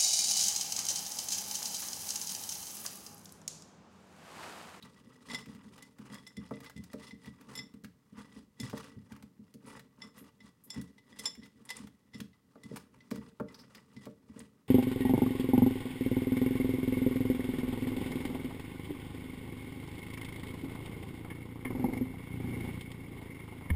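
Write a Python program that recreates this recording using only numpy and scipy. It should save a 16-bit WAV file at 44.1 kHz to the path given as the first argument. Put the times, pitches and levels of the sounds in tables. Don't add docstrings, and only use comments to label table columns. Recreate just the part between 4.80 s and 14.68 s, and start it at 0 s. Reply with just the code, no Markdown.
import sys
import numpy as np
from scipy import signal
from scipy.fft import rfft, irfft
from scipy.io import wavfile

SR = 44100
rng = np.random.default_rng(int(sys.argv[2]) if len(sys.argv) > 2 else 0)


def store_wav(level_fs):
    pcm = np.round(np.clip(np.atleast_2d(level_fs), -1, 1) * 32767)
    wavfile.write(sys.argv[1], SR, pcm.T.astype(np.int16))


N = 435708

# hardest press in seconds, swell in seconds,
# fade in seconds, level in dB, bareness of the glass in dB.
SWEEPS = [(0.061, 0.051, 0.065, -64, 1), (0.36, 0.19, 0.04, -66, 0.5), (0.54, 0.062, 0.048, -52.5, 4),
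          (0.75, 0.18, 0.2, -66.5, 1), (1.0, 0.19, 0.065, -66, 1.5), (1.26, 0.04, 0.063, -58.5, -6.5),
          (1.33, 0.05, 0.088, -63.5, 5), (1.66, 0.098, 0.15, -65.5, 1), (1.85, 0.084, 0.023, -58, -1),
          (2.258, 0.13, 0.054, -63.5, 4.5), (2.478, 0.059, 0.02, -67, 3.5), (2.759, 0.1, 0.061, -57, -2.5),
          (3.392, 0.026, 0.045, -59.5, -2), (3.582, 0.087, 0.03, -63, 2.5), (3.83, 0.018, 0.11, -62.5, 6.5),
          (4.0, 0.072, 0.09, -57.5, 1.5), (4.35, 0.075, 0.063, -64.5, -3), (4.65, 0.022, 0.046, -75.5, 1),
          (4.89, .03, 0.072, -57.5, -3.5), (4.97, 0.046, 0.02, -60.5, -4),
          (5.251, 0.052, 0.027, -60.5, -2.5), (5.389, 0.022, 0.035, -57.5, -0.5),
          (5.449, 0.035, 0.023, -59.5, -1), (5.661, 0.039, 0.029, -66.5, 2),
          (5.952, 0.034, 0.071, -62, 2.5), (6.318, 0.023, 0.036, -63.5, 2.5), (6.46, 0.053, 0.054, -60, 7),
          (6.65, 0.087, 0.055, -74.5, 5.5), (6.809, 0.037, 0.022, -69, 4.5),
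          (6.981, 0.085, 0.059, -61.5, 3), (7.359, 0.016, 0.048, -63.5, 4.5),
          (7.95, 0.086, 0.065, -61, 0.5), (8.145, 0.018, 0.051, -65.5, -6),
          (8.37, 0.073, 0.059, -65.5, 0.5), (8.48, 0.077, 0.023, -60.5, -3),
          (8.72, 0.041, 0.21, -62.5, -4.5), (8.97, 0.034, 0.046, -65, -0.5), (9.24, 0.11, .06, -69.5, 2.5),
          (9.6, 0.077, .05, -63.5, -1.5)]
# contact in seconds, level in dB,
# hardness in dB (upper modes over the lowest), crack over the ring in dB.
GLASS_TOUCHES = [(0.4983, -37.5, -21.5, -24), (0.5137, -37, -3, -4), (0.5462, -25.5, -7, -7),
                 (1.0234, -40.5, -11.5, 8), (1.4665, -41, -5, -7), (1.472, -45, -15, 13),
                 (1.5678, -40.5, -10, -4), (1.7374, -45.5, -17, -33), (1.8614, -41, -16, -16),
                 (1.9632, -47, -20, -9), (1.976, -45.5, -20, 1), (2.2293, -49.5, -24, -30),
                 (2.268, -47, -6.5, -15), (2.3085, -42.5, -17, -22), (2.753, -35, -3, 0),
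                 (2.7756, -33, 11, -14), (2.7894, -31, -5, -7), (3.7998, -32, -6, 3.5),
                 (3.8114, -40, -13, 37), (5.219, -35.5, -3.5, -25), (5.6042, -49, -13, -13),
                 (5.9029, -31.5, 4, 4.5), (5.9419, -43.5, -4, 4), (6.075, -57, -18, -3),
                 (6.1807, -49.5, -26, -12), (6.3885, -37.5, -9, 8), (6.3935, -32.5, -11.5, 4.5),
                 (6.4558, -20.5, 11.5, -2.5), (6.6322, -47.5, -17, -29), (6.8907, -33.5, -6.5, 1),
                 (6.9032, -28, -14.5, -0.5), (7.3361, -47, -15, -16), (7.344, -41, -8, -7),
                 (7.531, -59, -27, -23), (7.8346, -43.5, -15, -1), (8.2053, -51.5, -28, -33),
                 (8.6847, -48.5, -13, -14), (9.1651, -47, -19, -12)]
# start in seconds, level in dB, centre in Hz (1100 at least is used).
STRAND_SNAPS = [(0.6587, -46, 2500), (0.7488, -50, 2000), (0.979, -47.5, 1820), (1.1855, -51.5, 1670),
                (1.343, -41.5, 8500), (1.8038, -44.5, 1160), (1.844, -44, 1960), (1.8974, -40.5, 1160),
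                (2.0382, -45.5, 8400), (2.132, -41.5, 1117), (2.458, -47, 1980), (2.611, -49, 1500),
                (2.939, -53.5, 1500), (3.0376, -52, 6470), (3.045, -40, 1800), (3.8977, -38.5, 1170),
                (3.9773, -40, 1160), (4.043, -54, 1120), (4.3202, -44.5, 1970), (4.3634, -46, 1090),
                (4.4251, -45.5, 1160), (4.74, -46.5, 10300), (4.9945, -43, 2080), (6.0135, -42.5, 10500),
                (6.552, -45.5, 2290), (6.659, -49, 1980), (7.0713, -48, 2020), (7.4025, -34, 3400),
                (7.96, -38, 1170), (7.9697, -35, 1160), (8.307, -45, 8000), (8.3118, -34, 1100),
                (8.358, -42, 1120), (8.9487, -43, 2120), (9.255, -44, 1260), (9.603, -44, 2090)]
# start in seconds, level in dB, length in seconds,
# centre in Hz.
EDGE_SKIDS = [(0.025, -43.5, 0.01, 4030), (2.754, -45, 0.018, 11500), (4.861, -54, 0.06, 10300),
              (5.378, -52, 0.043, 12100), (5.838, -49, 0.031, 12400), (6.435, -44, .004, 7960),
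              (6.852, -47, 0.008, 10000), (6.967, -36, 0.0054, 9100), (7.961, -43, 0.013, 9400),
              (8.744, -43.5, 0.012, 5240), (8.789, -49, 0.035, 5240), (8.95, -47, 0.014, 5100),
              (9.592, -40.5, 0.0065, 8930)]
# start in seconds, boom level in dB, clack level in dB.
FOOT_DROPS = [(1.709, -34, -37.5), (2.138, -38.5, -49.5), (3.93, -33, -36), (4.742, -48.5, -96),
              (7.756, -53.5, -48.5), (7.912, -37, -83), (8.313, -33, -67), (8.599, -32, -32.5),
              (9.265, -39.5, -43.5), (9.56, -45, -80)]
# start in seconds, level in dB, centre of the push in Hz.
BOWL_ROCKS = [(0.028, -50, 184), (0.25, -51.5, 230), (0.52, -63, 225), (0.668, -44.5, 190),
              (0.739, -49.5, 149), (0.85, -53, 210), (1.189, -46, 194), (1.315, -46, 228),
              (1.57, -38.5, 196), (1.955, -44, 166), (1.984, -40.5, 164), (2.327, -44.5, 203),
              (2.466, -41, 189), (2.707, -53.5, 190), (2.938, -47, 210), (3.031, -43.5, 194),
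              (3.322, -46.5, 178), (3.374, -45, 203), (3.558, -47.5, 197), (3.795, -38.5, 245),
              (3.825, -39.5, 128), (4.163, -46, 123), (4.313, -43.5, 181), (4.422, -47, 200),
              (4.591, -46.5, 189), (5.235, -50, 242), (5.409, -47, 296), (5.637, -53, 185),
              (5.958, -40.5, 200), (5.972, -36, 195), (6.572, -48.5, 193), (6.623, -50.5, 195),
              (6.995, -45, 200), (7.032, -45, 200), (7.341, -42, 188), (7.396, -39.5, 202),
              (7.846, -43.5, 186), (8.373, -38, 200), (9.159, -44.5, 200), (9.494, -47.5, 160),
              (9.599, -48, 195)]

# frequency in Hz before the blade's pull, level in dB,
# T60 relative to the main mode.
GLASS_MODES = [(2039.5, -1, 1.85), (3494, -3, 1.75), (3680, -0.5, 0.51), (5200, -16, 0.39), (5247, 4, 1.13),
               (5500, -3, 1.7), (7300, -3.5, 1.3), (9480, -15, 1.3), (11850, -26, .5)]
# frequency in Hz, level in dB, T60 in seconds.
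COUNTER_MODES = [(79.4, -12.5, 0.28), (100, -19, 0.18), (127.4, -2.5, 0.11), (178, 0, 0.13),
                 (206.2, -0.5, 0.17), (251.7, 0, 0.096), (291, 2, 0.089), (376.4, -8.5, 0.17),
                 (454.4, -2.5, 0.14), (527.5, -9, 0.12), (603.5, -2, 0.09)]

# frequency in Hz, level in dB per Hz.
RUB_COLOUR = [(250, -3.5), (500, 3.5), (700, -10.5), (880, 2.5), (1000, 0.5), (1170, 4), (1600, -4),
              (2200, -8.5), (3000, -6), (5000, -34), (12000, -34)]
CRACKLE_COLOUR = [(1200, -6.5), (2800, 2), (4000, 0.5), (5500, -3), (7500, -5.5), (9500, -3.5),
                  (12000, -17.5), (16000, -19.5)]
CONTACT_COLOUR = [(300, -6.5), (900, 14), (1500, 4), (2600, 12.5), (3700, 14.5), (5600, 9.5), (6500, -1.5),
                  (9000, -6.5), (16000, -22.5)]
CRACK_COLOUR = [(1000, -12.5), (4000, -7.5), (9000, -2.5), (12000, -8.5), (14000, -23.5), (16000, -17)]
CLACK_COLOUR = [(300, -58), (550, -1.5), (700, -3), (880, -1.5), (1000, -10.5), (1150, 0), (1320, -4),
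                (1700, -17.5), (3000, -34), (8000, -40)]
REFLECTION_COLOUR = [(60, 2.5), (250, 5.5), (1000, -4.5), (5000, -1.5), (8000, -5), (15000, -5.5)]
HUSH_COLOUR = [(15, -49.5), (25, -12), (191, -2.5), (278, -8), (673, -24.5), (1150, -22), (1630, -30.5),
               (1960, -23), (2240, -30.5), (15000, -35)]

CUTOFF_HZ = 16000
AGE = np.arange(SR // 2) / SR
MAIN_HZ = 5222
STROKE_SHAPE = 1.11
RESTING_DB = -84.5
USUAL_DB = -68
RING_T60_S = 0.055
RING_DOUBLES_DB = 45.5
SAG_HZ, SAG_HZ_PER_DB = 29.3, 1
USUAL_ROCK_HZ = 195


def from_db(db):
    return 10 ** (np.asarray(db) / 20)


def rms_one(x):
    return x / np.sqrt(np.mean(x ** 2) + 1e-20)


def peak_one(x):
    return x / (np.abs(x).max() + 1e-20)


def dying(t60):
    return np.exp(-np.log(1000) * AGE / max(t60, 1e-3))


def ring(hz, t60, phase=0):
    return np.sin(2 * np.pi * hz * AGE + phase) * dying(t60)


def add(track, s, sound):
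    start = max(round(s * SR), 0)
    track[start:start + len(sound)] += sound[:N - start]


def through(x, response):
    return signal.fftconvolve(x, response)[:len(x)]


def soften(x, cut_hz):
    return signal.sosfilt(signal.butter(3, cut_hz, fs=SR, output="sos"), x)


def response_of(colour, size=4096):
    hz, db = np.transpose(colour)
    grid = np.maximum(np.arange(size // 2 + 1) * SR / size, 1)
    gain = from_db(np.interp(np.log(grid), np.log(hz), db))
    cepstrum = irfft(np.log(gain))
    cepstrum[1:size // 2] *= 2
    cepstrum[size // 2 + 1:] = 0
    return irfft(np.exp(rfft(cepstrum)))


def burst(colour, envelope):
    noise = rng.standard_normal(len(AGE)) * envelope
    return peak_one(through(noise, response_of(colour)))


def drift(per_s):
    steps = np.arange(N) / SR * per_s
    return rms_one(np.interp(steps, np.arange(4000), rng.standard_normal(4000)))


def counter_ring(centre_hz, db_per_octave, scatter=0.0):
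    count = len(COUNTER_MODES)
    phases = np.pi * np.arange(count) + scatter * rng.standard_normal(count)
    out = np.zeros(len(AGE))
    for (hz, db, t60), phase in zip(COUNTER_MODES, phases):
        octaves_off = abs(np.log2(hz / centre_hz))
        out += from_db(db - db_per_octave * octaves_off) * ring(hz, t60, phase)
    return out


def stirring(drag_db=-62.5, drag_follows=0.66, rub_db=0.5, sing_db=-4.0, wet_db=-3.0,
             big_db=-8.5, small_db=-7.5, uneven_db=4.0, tick_db=-8.0, hum_db=-12.5,
             fall_db_per_octave=-12.0, glass_t60=0.027, pull=0.96):
    rub, sing, wet = pressure(bare_share=0), pressure(bare_share=1.5), pressure(bare_share=1.0)
    uneven = from_db(uneven_db * np.tanh(drift(per_s=35)))
    drag = (pressure(bare_share=0, stretch=1.17) / from_db(USUAL_DB)) ** drag_follows

    judder = grains(per_s=330, spread_db=5.0, clump_db=3.5)
    shaken_counter = through(judder, counter_ring(centre_hz=200, db_per_octave=0.5))
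    rumble = rms_one(soften(shaken_counter, cut_hz=408))

    slips = rms_one(grains(per_s=6000, spread_db=1.5, clump_db=6.5))
    catches = rms_one(grains(per_s=40, spread_db=0.0, clump_db=2.5))
    big_bursts = grains(per_s=500, spread_db=-2.0, clump_db=8.0)
    big_pops = squelch(big_bursts, low_hz=620, high_hz=2960, cycles=16)
    small_bursts = grains(per_s=600, spread_db=3.0, clump_db=17.0)
    small_pops = squelch(small_bursts, low_hz=2550, high_hz=14900, cycles=9.9)

    glass = np.zeros(len(AGE))
    for hz, db, lasting in GLASS_MODES:
        level = db + fall_db_per_octave * np.log2(hz / MAIN_HZ)
        glass += from_db(level) * ring(hz * pull, glass_t60 * lasting)

    rubbing = slips + from_db(big_db) * big_pops + from_db(tick_db) * catches
    smear = rms_one(through(rubbing, response_of(RUB_COLOUR)))
    singing = rms_one(through(catches + from_db(hum_db) * slips, glass))
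    crackle = rms_one(through(slips + from_db(small_db) * small_pops, response_of(CRACKLE_COLOUR)))
    scrape = from_db(rub_db) * rub * smear
    scrape += from_db(sing_db) * sing * singing
    scrape += from_db(wet_db) * wet * crackle
    return from_db(drag_db) * drag * rumble + uneven * scrape


def pressure(bare_share, stretch=1):
    t = np.arange(0, N, 64) / SR
    power = from_db(RESTING_DB) ** 2
    for s, swell, fade, db, bare in SWEEPS:
        away = np.abs(t - s) / (stretch * np.where(t < s, swell, fade))
        stroke = from_db(db + bare_share * bare) * np.exp(-away ** STROKE_SHAPE)
        power = power + stroke ** 2
    return np.interp(np.arange(N) / SR, t, np.sqrt(power))


def grains(per_s, spread_db, clump_db):
    born = rng.random(N) < per_s / SR
    uneven_db = spread_db * np.minimum(rng.exponential(1, N), 3)
    sizes = from_db(uneven_db + clump_db * np.tanh(drift(per_s=110)))
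    return born * sizes * rng.choice([-1, 1], N)


def squelch(pops, low_hz, high_hz, cycles, count=14):
    dealt, out = rng.integers(0, count, N), np.zeros(N)
    for k, hz in enumerate(np.geomspace(low_hz, min(high_hz, CUTOFF_HZ), count)):
        radius = from_db(-60 * hz / (max(cycles, 2) * SR))
        angle = 2 * np.pi * hz / SR
        zeros = [1 - radius, 0, radius - 1]
        poles = [1, -2 * radius * np.cos(angle), radius * radius]
        out += signal.lfilter(zeros, poles, pops * (dealt == k) + 1e-18)
    return rms_one(out)


def clinks(low_db=4.0, upper_db=5.0, tilt=0.43, grit_db=2.0, grit_t60=0.074,
           crack_db=8.5, crack_t60=0.037, build_s=0.00074, twin_db=-8.0, split=0.008,
           after_db=-23.0, after_t60=0.37, graze_db=-16.5, graze_s=0.0048):
    out, build = np.zeros(N), 1 - np.exp(-AGE / build_s)
    for s, peak, hard, crack in GLASS_TOUCHES:
        sag_hz = (SAG_HZ - SAG_HZ_PER_DB * hard) * rng.uniform(0.92, 1.41)
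        pull = 1 - sag_hz / MAIN_HZ
        t60 = RING_T60_S * 2 ** (hard / RING_DOUBLES_DB)
        grit = from_db(grit_db) * burst(CONTACT_COLOUR, dying(grit_t60))
        snap = from_db(crack + crack_db) * burst(CRACK_COLOUR, dying(crack_t60))
        sound = from_db(max(hard, 0)) * (grit + snap)
        for k, (hz, db, lasting) in enumerate(GLASS_MODES):
            level = upper_db + hard * (1 + tilt * np.log2(hz / MAIN_HZ)) if k else low_db
            twin_hz = hz * pull * (1 - split * rng.uniform(-0.5, 1.3))
            twin = from_db(twin_db) * ring(twin_hz, t60 * lasting, rng.uniform(0, 2 * np.pi))
            after = from_db(after_db) * ring(hz * pull, after_t60 * lasting / 2)
            sound += from_db(level + db) * (ring(hz * pull, t60 * lasting) + twin + after)
        add(out, s, from_db(peak) * peak_one(sound * build))
        graze = burst(CONTACT_COLOUR, np.exp(-(AGE / graze_s - 1) ** 2))
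        add(out, s - graze_s, from_db(peak + graze_db) * graze)
    return out


def snaps(crack_db=-4.0, spray_db=0.5, spray_t60=0.045):
    out = np.zeros(N)
    for s, peak, hz in STRAND_SNAPS:
        centre = max(hz, 1100)
        colour = [(350, -18), (800, -5), (centre, 0), (centre * 1.15, -4), (centre * 3, -12), (50000, -25)]
        spray = burst(colour, dying(spray_t60))
        add(out, s, from_db(peak + crack_db) * peak_one(response_of(colour)))
        add(out, s, from_db(peak + spray_db) * spray)
    return out


def skids(skirt_db=-23.0):
    out = np.zeros(N)
    for s, peak, length, hz in EDGE_SKIDS:
        colour = [(hz / 10, 2 * skirt_db), (hz * 0.49, skirt_db), (hz, 0), (hz * 1.3, skirt_db)]
        add(out, s, from_db(peak) * burst(colour, np.exp(-(AGE / length) ** 2)))
    return out


def knocks(boom_db=4.0, clack_db=0.0, clack_t60=0.06, open_hz=950, firmness=0.16, rise_s=0.0023):
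    out, swell = np.zeros(N), 1 - np.exp(-AGE / rise_s)
    for s, peak, hard in FOOT_DROPS:
        modes = counter_ring(centre_hz=540, db_per_octave=2.0, scatter=1.57)
        boom = soften(swell * modes, open_hz * from_db(firmness * (hard - peak)))
        add(out, s, from_db(peak + boom_db) * peak_one(boom))
        add(out, s, from_db(hard + clack_db) * burst(CLACK_COLOUR, dying(clack_t60)))
    return out


def rocking(level_db=3.0, soft_hz=400, rise_s=0.0096, hold_s=0.058, heave_db=-11.5,
            heave_db_per_octave=19.0, heave_hz=84, heave_s=0.012):
    out = np.zeros(N)
    swell = (1 - np.exp(-AGE / rise_s)) * np.exp(-(AGE / hold_s) ** 2)
    for s, peak, hz in BOWL_ROCKS:
        modes = counter_ring(centre_hz=hz, db_per_octave=6.0, scatter=1.53)
        boom = soften(swell * modes, soft_hz)
        varied_hz = heave_hz * rng.uniform(0.837, 1.366)
        heave = AGE * np.exp(-AGE / heave_s) * np.sin(2 * np.pi * varied_hz * AGE)
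        deep_db = heave_db + heave_db_per_octave * np.log2(USUAL_ROCK_HZ / hz)
        push = from_db(peak + level_db) * peak_one(boom)
        add(out, s, push + from_db(peak + deep_db) * peak_one(heave))
    return out


def kitchen(x, wet_db=-10.5, t60=0.27, build_s=0.002):
    noise = through(rng.standard_normal(len(AGE)), response_of(REFLECTION_COLOUR))
    tail = noise * dying(t60) * np.minimum(AGE / build_s, 1)
    tail = tail / np.sqrt(np.sum(tail ** 2))
    return x + from_db(wet_db) * through(x, tail)


def room_hush(level_db=-71.0):
    noise = rng.standard_normal(N)
    return from_db(level_db) * rms_one(through(noise, response_of(HUSH_COLOUR)))


def scene():
    bowl = stirring() + clinks() + snaps() + skids() + knocks() + rocking()
    return (kitchen(bowl) + room_hush())[None]


def record(dry, low_cut_hz=55):
    thin = signal.sosfilt(signal.butter(3, low_cut_hz, "high", fs=SR, output="sos"), dry)
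    return signal.sosfilt(signal.ellip(10, 0.2, 70, CUTOFF_HZ, fs=SR, output="sos"), thin)


dry = scene()
out = record(dry)
store_wav(out)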